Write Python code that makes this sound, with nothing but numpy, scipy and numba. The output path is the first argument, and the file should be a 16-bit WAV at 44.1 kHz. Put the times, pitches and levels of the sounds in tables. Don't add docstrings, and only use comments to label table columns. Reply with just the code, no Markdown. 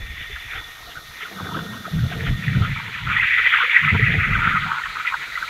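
import sys
import numpy as np
from scipy import signal
from scipy.fft import rfft, irfft, next_fast_len
from scipy.io import wavfile
from numba import njit

SR = 44100
rng = np.random.default_rng(int(sys.argv[2]) if len(sys.argv) > 2 else 0)


def waveform_to_disk(signal):
    frames = np.transpose(np.atleast_2d(signal))
    scaled = np.clip(frames, -1, 1) * 32767
    samples = np.round(scaled).astype(np.int16)
    wavfile.write(sys.argv[1], SR, samples)


N = 242456


def from_db(db):
    return 10 ** (np.asarray(db) / 20)


def unit_rms(x):
    return x / np.sqrt(np.mean(x ** 2) + 1e-20)


def curves(rows):
    time_s, *columns = np.transpose(rows)
    return [np.interp(np.arange(N) / SR, time_s, column) for column in columns]


def drift(corner_hz):
    hop, settle = 40, 2000
    pole = np.exp(-2 * np.pi * corner_hz * hop / SR)
    noise = rng.standard_normal(N // hop + settle + 2)
    slow = signal.lfilter([1], [1, -2 * pole, pole * pole], noise)[settle:]
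    return np.interp(np.arange(N) / hop, np.arange(len(slow)), unit_rms(slow))


def resonance(x, hz, width_hz):
    r = np.exp(-np.pi * width_hz / SR)
    gain = (1 - r * r) / 2
    return signal.lfilter([gain, 0, -gain], [1, -2 * r * np.cos(2 * np.pi * hz / SR), r * r], x)


@njit
def gliding_resonance(x, hz, width_hz):
    r = np.exp(-np.pi * width_hz / SR)
    out = np.zeros(len(x))
    for i in range(2, len(x)):
        feedback = 2 * r * np.cos(2 * np.pi * hz[i] / SR) * out[i - 1] - r * r * out[i - 2]
        out[i] = x[i] - x[i - 2] + feedback
    return out


def band(x, low_hz, high_hz, order=2):
    return signal.sosfilt(signal.butter(order, [low_hz, high_hz], "band", fs=SR, output="sos"), x)


def coloured_noise(spectrum):
    hz, level_db = np.transpose(spectrum)
    size = next_fast_len(N)
    log_hz = np.log(np.fft.rfftfreq(size, 1 / SR) + 1)
    gain = from_db(np.interp(log_hz, np.log(hz), level_db))
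    return irfft(rfft(rng.standard_normal(size)) * gain, size)[:N]


def swells(steady_db, rows, edge_db, tail):
    t = np.arange(0, N + 100, 100) / SR
    centre_s, length_s, *levels_db = np.transpose(rows)
    offset = (t - centre_s[:, None]) / length_s[:, None] * 2
    bells = from_db(-edge_db * np.where(offset > 0, offset / tail, offset) ** 2) ** 2
    powers = [np.interp(np.arange(N) / SR, t, from_db(db) ** 2 @ bells) for db in levels_db]
    return [np.sqrt(from_db(db) ** 2 + power) for db, power in zip(steady_db, powers)]


def bubbles(modes, per_s, spread_db, clump_db, rush):
    onsets = np.flatnonzero(rng.random(N) < per_s / SR)
    count = len(onsets)
    strengths = from_db(spread_db * np.minimum(rng.exponential(1, count), 4)) * rng.standard_normal(count)
    main_mode = rng.integers(0, len(modes), count)
    shared_clumps = drift(17)
    smooth = rush * np.sqrt(np.sum(strengths ** 2) / N / len(modes)) * rng.standard_normal(N)
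    out = np.zeros(N)
    for k, (hz, width_hz, level_db) in enumerate(modes):
        drive = smooth.copy()
        drive[onsets] += strengths * np.where(main_mode == k, 1, 0.4)
        drive *= from_db(clump_db * (1.17 * shared_clumps + drift(19.7)))
        stage_width_hz = 1.75 * width_hz
        ring = resonance(resonance(drive, hz, stage_width_hz), hz, stage_width_hz)
        out += (-1) ** k * from_db(level_db) * ring
    return unit_rms(out)


# pitch_hz, nominal_width_hz, relative_db
LARGEST_BUBBLE_MODES = [(920, 94, 0.87), (1098, 63, -1.9)]
LARGE_BUBBLE_MODES = [(1270, 84, 3.5), (1390, 84, 3), (1524, 130, 2)]
SMALL_BUBBLE_MODES = [(1760, 305, -2), (1970, 128, 5), (2120, 116, 0), (2308, 128, 0.5), (2536, 227, -4)]
SPRAY_MODES = [(2768, 185, -1), (2920, 310, -0.82), (3203, 300, 0.53), (3522, 270, 0.72)]
# time_s, largest_db, large_db, small_db, spray_db
FROTH_LEVELS = [(0.0, -60, -65, -42, -47), (0.44, -58, -49, -37, -41.5), (0.7, -53, -47.5, -44, -46.5),
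                (1.01, -57, -60, -49, -52), (1.22, -57, -54, -40.5, -48), (1.55, -46, -36, -53, -49),
                (1.87, -59, -43.5, -47, -47), (2.57, -56.5, -41, -36.5, -40.5),
                (3.08, -39.5, -36.5, -34, -36), (3.25, -46, -40, -18.5, -32.5),
                (3.38, -51, -39, -20.5, -28), (3.61, -49, -33, -22.5, -30), (4.18, -61, -43, -22, -36.5),
                (4.36, -40, -28.5, -24, -43), (4.62, -46, -26, -29.5, -32.5), (4.76, -48, -32, -34, -40),
                (5.11, -51.5, -39.5, -32, -42), (5.5, -48, -36, -38.5, -42.5)]
# centre_s, length_s, largest_db, large_db, small_db, spray_db
SLOSHES = [(0.066, 0.038, -59, -43, -37.5, -52), (0.213, 0.1, -63, -45, -31.5, -39),
           (0.363, 0.025, -49, -34, -52, -42), (0.522, 0.079, -62, -42, -31.5, -42),
           (0.566, 0.092, -52, -34, -36, -41), (0.833, 0.032, -58, -44, -65, -55),
           (0.913, 0.051, -63, -47, -60, -40), (0.978, 0.051, -64, -34.5, -56, -52),
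           (1.224, 0.066, -46, -49, -34.5, -37), (1.266, 0.043, -42, -33.5, -38.5, -39),
           (1.398, 0.053, -38, -36, -56, -61), (1.46, 0.06, -45, -35.5, -56, -61),
           (1.565, 0.11, -35.5, -41, -45, -35.5), (1.734, 0.035, -35.5, -35, -44, -42),
           (1.863, 0.045, -62, -34.5, -44, -48), (1.996, 0.052, -58, -38, -52, -57),
           (2.125, 0.06, -43, -39, -36, -36), (2.208, 0.03, -52, -45, -29.5, -42),
           (2.263, 0.083, -58, -41, -30.5, -36.5), (2.376, 0.023, -58, -42, -51, -50),
           (2.447, 0.027, -53, -34, -32, -47), (2.488, 0.12, -55, -52, -30, -40),
           (2.55, 0.043, -51, -32, -35, -44), (2.649, 0.057, -60, -27, -36, -31.5),
           (2.719, 0.033, -55, -43, -30.5, -42), (2.796, 0.087, -40, -36, -27, -52),
           (2.945, 0.029, -49, -50, -32.5, -39), (3.119, 0.11, -35, -25.5, -22, -38),
           (3.177, 0.049, -33, -30, -21, -30), (3.232, 0.043, -44, -22.5, -17.5, -30),
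           (3.322, 0.027, -46, -33, -18, -51), (3.389, 0.033, -40, -18, -19, -25),
           (3.47, 0.02, -32, -24, -19.5, -27), (3.549, 0.094, -37, -25.5, -13, -36),
           (3.605, 0.12, -30.5, -18.5, -30, -26), (3.712, 0.032, -52, -42, -27, -25),
           (3.766, 0.075, -34.5, -34, -14.5, -41), (3.847, 0.045, -37.5, -21.5, -19, -38),
           (3.889, 0.062, -34, -25, -23, -38), (3.957, 0.03, -25.5, -21.5, -40, -39),
           (4.044, 0.091, -57, -28, -19.5, -46), (4.127, 0.045, -55, -37, -21.5, -30),
           (4.205, 0.05, -43, -22.5, -24, -40), (4.25, 0.078, -46, -19, -22, -51),
           (4.348, 0.05, -39, -27, -29, -33), (4.405, 0.032, -37, -29, -23.5, -45),
           (4.47, 0.15, -34, -18.5, -22.5, -35), (4.575, 0.059, -33.5, -18.5, -29, -49),
           (4.684, 0.023, -32, -23, -48, -33), (4.732, 0.13, -25, -25, -43, -37),
           (4.786, 0.032, -28, -33, -27, -45), (4.859, 0.026, -33.5, -29, -29, -37),
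           (4.962, 0.022, -31.5, -26, -46, -47), (5.003, 0.039, -54, -27, -34, -47),
           (5.077, 0.073, -38.5, -30.5, -25.5, -29.5), (5.143, 0.056, -27.5, -28.5, -41, -40),
           (5.23, 0.096, -42, -30.5, -43, -46), (5.379, 0.046, -43, -28, -34, -39),
           (5.432, 0.028, -43, -29, -48, -50), (5.49, 0.028, -33.5, -32, -31, -40.5)]


def froth():
    largest, large, small, spray = swells(curves(FROTH_LEVELS), SLOSHES, edge_db=11.5, tail=1.024)
    largest *= bubbles(LARGEST_BUBBLE_MODES, per_s=150, spread_db=3.5, clump_db=2.5, rush=1.01)
    large *= bubbles(LARGE_BUBBLE_MODES, per_s=500, spread_db=3.5, clump_db=1.9, rush=0.67)
    small *= bubbles(SMALL_BUBBLE_MODES, per_s=1800, spread_db=2.5, clump_db=1.6, rush=1.58)
    spray *= bubbles(SPRAY_MODES, per_s=5000, spread_db=2.5, clump_db=1.5, rush=1.0)
    return band(largest + large + small + spray, 940, 3240, order=3)


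# time_s, tone_db, whistle_db
PUMP_LEVELS = [(0, -44, -48), (.6, -44.5, -43), (1, -50.5, -74), (1.5, -45, -44.5), (2, -45, -50.5),
               (2.5, -40, -46), (2.8, -54, -46.5), (3.2, -69, -69), (5.5, -54, -84)]


def pump(tone_hz=1852, whistle_hz=3487, width_hz=89):
    tone_db, whistle_db = curves(PUMP_LEVELS)
    phase = 2 * np.pi * np.cumsum(tone_hz + 4 * drift(25)) / SR
    tone = np.sqrt(2) * np.sin(phase) * from_db(2.3 * drift(20))
    breath = resonance(rng.standard_normal(N), whistle_hz, width_hz)
    whistle = unit_rms(resonance(breath, whistle_hz, width_hz)) * from_db(0.86 * drift(37))
    return from_db(tone_db) * tone + from_db(whistle_db) * whistle


# frequency_hz, relative_density_db
AWAY_SPECTRUM = [(180, -39), (300, -38), (720, -8.5), (1000, -18), (1260, -1), (1730, -17), (1810, -26),
                 (2480, -37), (3570, -3), (4810, -15.5), (6060, -13), (8020, -25.5), (12900, -17),
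                 (15500, -30)]
FACING_SPECTRUM = [(180, -68), (300, -28.5), (795, -16.5), (1160, -20), (1330, -24), (1760, -18),
                   (2000, -17), (2790, -22), (3880, -5), (5310, -23.5), (6690, -20), (9000, -30),
                   (12300, -30), (15500, -34)]
# time_s, treble_level_db, facing_share (0 to 1)
MICROPHONE_TURN = [(0, -52.5, 0.04), (.7, -49.5, 0.04), (1.5, -48, 0), (2.1, -48.5, 0.16), (2.5, -50, 0.4),
                   (3, -51.5, 0.67), (3.5, -49.5, 0.63), (4.2, -51.5, 0.6), (4.7, -49, 0.98),
                   (5.5, -46, 0.73)]


def flow_hiss():
    treble_db, facing = curves(MICROPHONE_TURN)
    facing = np.clip(facing, 0, 1)
    noises = coloured_noise(AWAY_SPECTRUM), coloured_noise(FACING_SPECTRUM)
    away, towards = (x / np.std(band(x, 4500, 15500, order=4)) for x in noises)
    flow = np.sqrt(1 - facing) * away + np.sqrt(facing) * towards
    spray_flicker = (from_db(1.2 * drift(10)) - 1) * band(flow, 3000, 5600)
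    return from_db(treble_db + 0.26 * drift(25)) * (flow + spray_flicker)


# time_s, rumble_db, buffet_db, flutter_db, eddy_pitch_hz
GUSTS = [(0.0, -39.5, -52.5, -61, 99), (0.64, -53, -58, -55.5, 104), (1.22, -58, -55, -55, 138),
         (1.3, -61, -53, -42.5, 212), (1.41, -63, -34, -40.5, 157), (1.55, -55, -34, -38.5, 157),
         (1.81, -62, -39, -46, 220), (2.01, -55, -45, -47, 117), (2.13, -51, -30, -40, 136),
         (2.34, -50, -23, -48, 124), (2.39, -48, -29, -49, 158), (2.62, -42, -26, -55, 111),
         (2.76, -55, -35, -54.5, 129), (3.41, -50, -52.5, -56.5, 111), (3.67, -60, -54, -55.5, 134),
         (3.87, -56, -45, -53, 144), (4.01, -46, -23, -49, 123), (4.13, -39, -25, -42, 136),
         (4.2, -37, -27, -44, 110), (4.27, -29, -24, -44.5, 154), (4.38, -37, -29, -49, 121),
         (4.49, -34, -25.5, -49, 149), (4.7, -58, -45, -57, 140), (4.79, -51, -51.5, -55.5, 130),
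         (5.5, -57, -58.5, -60, 133)]
# centre_s, length_s, rumble_db, buffet_db, flutter_db
PUFFS = [(0.02, 0.078, -35, -48, -51.5), (0.11, 0.07, -32, -47, -67), (0.207, 0.023, -33, -48, -71),
         (0.327, 0.06, -37, -51.5, -60), (0.467, 0.074, -44, -47, -61), (0.577, 0.051, -38, -49, -63),
         (0.674, 0.043, -44, -56, -57), (0.877, 0.039, -44, -52, -68), (0.968, 0.04, -48, -54, -59),
         (1.09, 0.06, -45, -45.5, -60), (1.343, 0.08, -58, -40.5, -50), (1.435, 0.046, -53, -28.5, -35.5),
         (1.595, 0.102, -51, -28, -44.5), (1.727, 0.048, -53, -29.5, -43), (1.945, 0.037, -35, -25, -61),
         (2.019, 0.12, -32, -17.5, -56), (2.172, 0.038, -47, -26, -36), (2.23, 0.06, -44, -33, -40),
         (2.314, 0.059, -24.5, -24.5, -57.5), (2.486, 0.025, -38, -15, -48),
         (2.584, 0.102, -32, -19, -38.5), (2.688, 0.061, -27.5, -21.5, -52),
         (2.779, 0.035, -43, -27.5, -59), (2.893, 0.029, -46, -42, -48), (3.077, 0.12, -37, -29.5, -56),
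         (3.218, 0.052, -37, -36, -71), (3.853, 0.051, -49, -22.5, -64), (3.946, 0.042, -42, -14.5, -40),
         (4.06, 0.12, -30, -20.5, -41), (4.185, 0.053, -39, -26, -53), (4.348, 0.066, -23, -21, -43),
         (4.475, 0.027, -33, -21, -34.5), (4.609, 0.1, -44, -26.5, -61)]


def wind(eddy_width_hz=68):
    *gust_db, eddy_hz = curves(GUSTS)
    rumble_gain, buffet_gain, flutter_gain = swells(gust_db, PUFFS, edge_db=6, tail=1.24)
    lumps = drift(20.6)
    rumble = unit_rms(band(rng.standard_normal(N) * from_db(1.2 * lumps), 20, 69.5))

    buffet_noise = rng.standard_normal(N) * from_db(2.44 * lumps)
    eddies = gliding_resonance(buffet_noise, eddy_hz, eddy_width_hz)
    eddies = band(gliding_resonance(eddies, eddy_hz, eddy_width_hz), 45, 253)
    body = band(buffet_noise, 80.5, 130, order=3)
    buffet = unit_rms(unit_rms(eddies) + 0.51 * unit_rms(body))

    flutter_noise = rng.standard_normal(N) * from_db(2.4 * lumps + 3.2 * drift(21))
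    flutter = 0.76 * band(flutter_noise, 232, 690)
    for hz, width_hz, level_db in [(663, 31, -1.5), (444, 24, 1.5), (338, 38, -4.5)]:
        flutter += from_db(level_db) * resonance(flutter_noise, hz, width_hz)
    return rumble_gain * rumble + buffet_gain * buffet + flutter_gain * unit_rms(flutter)


def air_pockets(rows, swell_s, rise_per_s):
    out = np.zeros(N + SR)
    t = np.arange(SR // 5) / SR
    for start_s, peak_db, pitch_hz, t60_s in rows:
        envelope = (1 - np.exp(-t / swell_s)) ** 2 * from_db(-60 * t / t60_s)
        ring = np.sin(2 * np.pi * pitch_hz * (t + rise_per_s * t * t / 2))
        start = round(start_s * SR)
        out[start:start + len(t)] += from_db(peak_db) * envelope / envelope.max() * ring
    return out[:N] * (1 + 0.16 * drift(160))


# start_s, peak_db, pitch_hz, t60_s
GULPS = [(0.296, -40.5, 408, 0.12), (0.549, -39.5, 763, 0.15), (0.804, -43, 730, 0.08),
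         (0.873, -40.5, 697, 0.14), (1.227, -41.5, 423, 0.15), (1.495, -34, 320, 0.1),
         (1.878, -30, 670, 0.031), (2.114, -28.5, 705, 0.058), (2.189, -32, 438, 0.17),
         (2.553, -32.5, 331, 0.1), (2.888, -46, 412, 0.067), (3.391, -36.5, 477, 0.041),
         (3.463, -36, 517, 0.045), (3.636, -32.5, 480, 0.064), (3.673, -39.5, 510, 0.066),
         (3.947, -28, 433, 0.052), (3.993, -26, 428, 0.1), (4.459, -37, 343, 0.11), (4.659, -35, 740, 0.13)]


def gulps():
    return air_pockets(GULPS, swell_s=0.0013, rise_per_s=1.08)


# start_s, peak_db, pitch_hz, t60_s
GLUGS = [(0.36, -23.5, 1700, .019), (1.255, -25.5, 1410, .03), (1.4, -21, 1210, 0.02),
         (1.489, -23, 1270, .024), (1.511, -24, 1270, .03), (1.545, -23, 1300, .03),
         (1.853, -26, 1280, 0.065), (2.123, -26, 1580, .043), (2.424, -25, 1880, .034),
         (2.48, -14.5, 1850, .021), (2.621, -22, 1326, 0.056), (2.648, -21, 1302, 0.068),
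         (2.76, -23, 1270, 0.047), (2.949, -21, 1750, 0.032), (3.165, -10.5, 1877, .049),
         (3.197, -10, 2040, 0.06), (3.228, -14, 1890, .036), (3.31, -17, 1900, .03),
         (3.373, -14, 1970, .027), (3.435, -21, 1460, .03), (3.47, -6, 2013, .022), (3.496, -18, 2290, .03),
         (3.627, -17, 1360, .023), (3.696, -10, 2240, .026), (3.763, -8.5, 1970, 0.024),
         (3.813, -16, 2010, .053), (3.901, -8.5, 2010, .019), (3.995, -10, 1970, 0.016),
         (4.026, -12, 1967, .079), (4.103, -18, 2120, .038), (4.247, -13.5, 1960, 0.069),
         (4.332, -14, 2010, 0.036), (4.355, -20, 1570, 0.04), (4.561, -12, 1360, 0.017),
         (4.784, -18, 1430, .044), (4.836, -18.5, 1810, 0.041), (4.958, -24, 1390, .028),
         (4.998, -23, 1266, .059), (5.049, -20.5, 1366, 0.077), (5.075, -10.5, 2004, 0.031),
         (5.123, -21, 1310, .024), (5.322, -21, 1970, .017), (5.354, -16.5, 1970, 0.041),
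         (5.375, -16.5, 1350, 0.034), (5.433, -20, 1312, 0.072)]


def glugs():
    return air_pockets(GLUGS, swell_s=0.00069, rise_per_s=1.64)


def scene():
    liquid = froth() + glugs() + gulps()
    return (liquid + pump() + flow_hiss() + wind())[None]


def record(dry):
    cutoff_hz = 15680
    return signal.sosfilt(signal.ellip(12, 0.3, 75, cutoff_hz, fs=SR, output="sos"), dry)


dry = scene()
out = record(dry)
waveform_to_disk(out)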